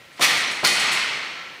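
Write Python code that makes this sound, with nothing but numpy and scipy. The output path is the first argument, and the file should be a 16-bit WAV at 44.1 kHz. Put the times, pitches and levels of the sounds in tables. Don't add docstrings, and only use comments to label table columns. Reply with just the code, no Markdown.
import sys
import numpy as np
from scipy import signal
from scipy.fft import rfft, irfft
from scipy.io import wavfile

SR = 44100
rng = np.random.default_rng(int(sys.argv[2]) if len(sys.argv) > 2 else 0)


def dump(signal):
    limited = np.clip(np.atleast_2d(signal).T, -1, 1)
    pcm = np.round(limited * 32767).astype(np.int16)
    wavfile.write(sys.argv[1], SR, pcm)


N = 70560
T = np.arange(N) / SR


# (time [s], level [dB], swell [s], decay [s], tilt [dB/octave], resonance [Hz])
CLASH_BURSTS = [(0.201, -17, 0.029, 0.022, 0.5, 3500), (0.233, -18.5, 0.0097, 0.016, 0.6, 5820),
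                (0.637, -17, 0.014, 0.021, 0, 4400)]
# (frequency [Hz], relative level [dB])
CLASH_SPECTRUM = [(30, -39), (60, -20.5), (130, -13.5), (500, -13), (1200, 0.5), (1650, -2), (2100, 5.5),
                  (3000, -1.5), (4400, -0.5), (6000, -5.5), (7200, -10.5), (10000, -11.5), (15500, -23)]

def clashes():
    out = np.zeros(N)
    for start, db, swell, decay, tilt, hz in CLASH_BURSTS:
        burst = from_db(db) * envelope(start, swell, 0, decay) * contacts(per_s=5000, spread_db=1.5)
        out += resonate(colour(burst, CLASH_SPECTRUM, tilt), hz)
    return out


# (frequency [Hz], relative level [dB])
CRACK_SPECTRUM = [(200, -34), (1500, -19), (3000, -16), (4400, -3), (6000, -5), (8000, -23), (11000, -33),
                  (16000, -28)]

def crack(start_s=0.6494, rebound_s=0.001):
    clicks = np.zeros(N)
    clicks[int(start_s * SR)] = from_db(8)
    clicks[int((start_s + rebound_s) * SR)] = from_db(4)
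    return colour(clicks, CRACK_SPECTRUM)


# (time [s], level [dB], swell [s], decay [s], tilt [dB/octave])
THUD_BURSTS = [(0.193, -25, 0.0028, 0.075, 3.3), (0.628, -17, 0.0072, .011, 0.6)]
# (frequency [Hz], relative level [dB])
THUD_SPECTRUM = [(40, -23), (85, -21), (130, -0.5), (200, -3), (270, 0), (360, 2), (500, 0.5), (720, 2.5),
                 (1400, -12), (3000, -23), (8000, -34), (16000, -50)]

def thuds():
    out = np.zeros(N)
    for start, db, swell, decay, tilt in THUD_BURSTS:
        push = from_db(db) * envelope(start, swell, 0, decay) * contacts(per_s=6700, spread_db=4)
        out += colour(push, THUD_SPECTRUM, tilt)
    return out


# (time [s], level [dB], hold [s], decay [s])
RATTLE_SPELLS = [(0.166, -39, 0.0057, .02), (0.28, -23, 0.042, 0.083), (0.715, -24, 0.16, 0.22),
                 (1.373, -54, 0.039, .02)]
# (frequency [Hz], relative level [dB])
RATTLE_SPECTRUM = [(60, -27.5), (150, -16.5), (500, -13.5), (1200, -3.5), (1700, -3), (2020, 2),
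                   (2600, 0.5), (3600, -5.5), (4120, -4), (4330, -2), (4560, -8), (5400, -10), (6500, -15),
                   (10000, -35.5), (15500, -41)]

def plate_rattle(swell_s=0.016):
    shake = sum(from_db(db) * envelope(start, swell_s, hold, decay)
                for start, db, hold, decay in RATTLE_SPELLS)
    return colour(shake * contacts(per_s=200, spread_db=3.5), RATTLE_SPECTRUM)


def plates_in_hall(count=3):
    return sum(in_hall(plate_rattle(), direct_db=-3.5, hall_db=-1.5) for _ in range(count)) / np.sqrt(count)


# (time [s], level [dB])
KNOCKS = [(.215, -6.5), (0.646, -4)]
# (frequency [Hz], level re first knock [dB], level re second knock [dB], T60 [s])
STEEL_MODES = [(1035, -40, -40, 2.7), (1192, -29, -31, 1.2), (1339, -42, -40, 2.8), (1862, -24, -25, 1.6),
               (1889, -34, -32, 1.7), (1936, -26, -31, 1.6), (1979, -38, -30, 1.5), (2036, -30, -28, 1.8),
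               (2081, -35, -28, 1.7), (2197, -33, -30, 1.6), (2287, -25, -36, 1.2), (2486, -27, -29, 1.1),
               (2582, -28, -34, 1.1), (3016, -31, -32, 1.2), (3119, -38, -27, 1.4), (3467, -26, -38, .6),
               (4046, -29, -29, 1.1), (4310, -30, -30, 1.2), (4336, -35, -22, 1.0), (5788, -29, -36, .7),
               (5862, -30, -38, .7)]

def ringing(swell_s=0.037, waver_depth=0.3, waver_hz=7):
    out = np.zeros(N)
    lowpass = signal.butter(2, waver_hz, fs=SR, output="sos")
    for hz, *levels_db, t60 in STEEL_MODES:
        for (start, knock_db), mode_db in zip(KNOCKS, levels_db):
            drift = signal.sosfilt(lowpass, rng.standard_normal((2, N)))
            in_phase, quadrature = waver_depth * drift / drift.std()
            phase = 2 * np.pi * (hz * T + rng.random())
            tone = (1 + in_phase) * np.sin(phase) + quadrature * np.cos(phase)
            out += from_db(knock_db + mode_db) * envelope(start, swell_s, 0, t60 / np.log(1000)) * tone
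    return out


# (time [s], level [dB])
CLINK_JOLTS = [(0.121, -52), (0.16, -51), (0.367, -28), (0.504, -31), (0.522, -56), (0.664, -20),
               (0.72, -26), (0.79, -24.5), (0.913, -23.5), (0.925, -45), (0.951, -49), (0.995, -64),
               (1.07, -62), (1.238, -54)]
# (frequency [Hz], relative level [dB])
CLINK_SPECTRUM = [(200, -43), (2000, 3.5), (5000, 3.5), (8500, 5), (10500, 0), (12500, -4), (15500, -13)]

def clinks(swell_s=0.0095, decay_s=0.016, ring_t60_s=0.029, ring_db=-3, mode_count=90):
    jolts = sum(from_db(db) * envelope(start, swell_s, 0, decay_s) for start, db in CLINK_JOLTS)
    touches = jolts * contacts(per_s=2500, spread_db=3.5)
    mode_hz = rng.uniform(4000, 15500, (mode_count, 1))
    age = T[:SR // 5]
    ring = np.sin(2 * np.pi * mode_hz * age).sum(axis=0) * np.exp(-np.log(1000) * age / ring_t60_s)
    jingle = convolve(touches, ring / np.linalg.norm(ring))
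    return colour(touches + from_db(ring_db) * jingle, CLINK_SPECTRUM)


# (time [s], frequency [Hz], level [dB], decay [s])
PING_TONES = [(-.03, 1040, -58, .4), (-.03, 1357, -58, .4), (-.03, 1900, -55, .4), (0.467, 5860, -32, .015),
              (1.36, 1341, -40.5, 0.13), (1.36, 1700, -42.5, .08)]

def pings(swell_s=0.012):
    out = np.zeros(N)
    for start, hz, db, decay in PING_TONES:
        tone = np.sin(2 * np.pi * (hz * T + rng.random()))
        out += from_db(db) * envelope(start, swell_s, 0, decay) * tone
    return out


# (frequency [Hz], T60 [s])
HALL_DECAY = [(100, 1.77), (400, 1.96), (1000, 1.32), (2200, 1.52), (4400, 1.045), (8000, 0.89),
              (14000, 0.41)]

def hall_response(build_s=0.0042):
    edges_hz = np.geomspace(40, 18000, 19)
    white = rng.standard_normal((2, N))
    echoes = np.zeros(N)
    for k, (low, high) in enumerate(zip(edges_hz, edges_hz[1:])):
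        band = signal.sosfilt(signal.butter(2, [low, high], "band", fs=SR, output="sos"), white[k % 2])
        t60 = at_hz(HALL_DECAY, np.sqrt(low * high))
        echoes += band * np.exp(-np.log(1000) * T / t60)
    echoes *= 1 - np.exp(-T / build_s)
    return echoes / np.linalg.norm(echoes)


def in_hall(x, direct_db, hall_db):
    return from_db(direct_db) * x + from_db(hall_db) * convolve(x, hall_response())


# (frequency [Hz], relative level [dB])
AMBIENT_SPECTRUM = [(15, -54), (25, -22), (107, -3.5), (144, -2.5), (481, -3), (522, 1.5), (683, -6),
                    (1050, -6), (1410, -4.5), (2170, 0.5), (2420, -1.5), (4030, -8), (6190, -16),
                    (8320, -20), (15400, -26)]

def hall_noise(level_db=-48):
    return from_db(level_db) * colour(rng.standard_normal(N), AMBIENT_SPECTRUM)


def contacts(per_s, spread_db):
    clicks = (rng.random(N) < per_s / SR) * np.sign(rng.standard_normal(N))
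    clicks *= from_db(2 * spread_db * rng.random(N))
    return clicks / (clicks.std() + 1e-12)


def envelope(start, swell, hold, decay):
    age = T - start
    rise = np.sin(np.pi / 2 * np.clip(age / swell, 0, 1)) ** 2
    return rise * np.exp(-np.maximum(age - swell - hold, 0) / decay)


def resonate(x, hz, width_hz=160, gain_db=-0.5):
    r = np.exp(-np.pi * width_hz / SR)
    peak = signal.lfilter([1, 0, -1], [1, -2 * r * np.cos(2 * np.pi * hz / SR), r * r], x + 1e-18)
    return x + from_db(gain_db) * (1 - r * r) / 2 * peak


def colour(x, spectrum, tilt=0, size=4096):
    hz = np.maximum(np.fft.rfftfreq(size, 1 / SR), 10)
    gain = from_db(at_hz(spectrum, hz) + tilt * np.log2(hz))
    cepstrum = irfft(np.log(gain))
    cepstrum[1:size // 2] *= 2
    cepstrum[size // 2 + 1:] = 0
    response = irfft(np.exp(rfft(cepstrum)))
    return convolve(x, response / np.linalg.norm(response))


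def convolve(x, response):
    return signal.fftconvolve(x, response)[:N]


def at_hz(table, hz):
    table_hz, values = np.transpose(table)
    return np.interp(np.log(hz + 1e-6), np.log(table_hz), values)


def from_db(db):
    return 10 ** (np.asarray(db) / 20)


def scene():
    mix = (in_hall(thuds(), direct_db=-3, hall_db=-7)
           + in_hall(clashes(), direct_db=3.5, hall_db=1.5)
           + in_hall(crack(), direct_db=-1.5, hall_db=-6)
           + in_hall(clinks(), direct_db=-6, hall_db=-5)
           + plates_in_hall() + ringing() + pings() + hall_noise())
    return np.array([mix, mix])


def record(dry, cutoff_hz=15600):
    lowpass = signal.ellip(12, 0.1, 80, cutoff_hz, fs=SR, output="sos")
    return signal.sosfilt(lowpass, np.clip(dry, -1, 1))


dry = scene()
out = record(dry)
dump(out)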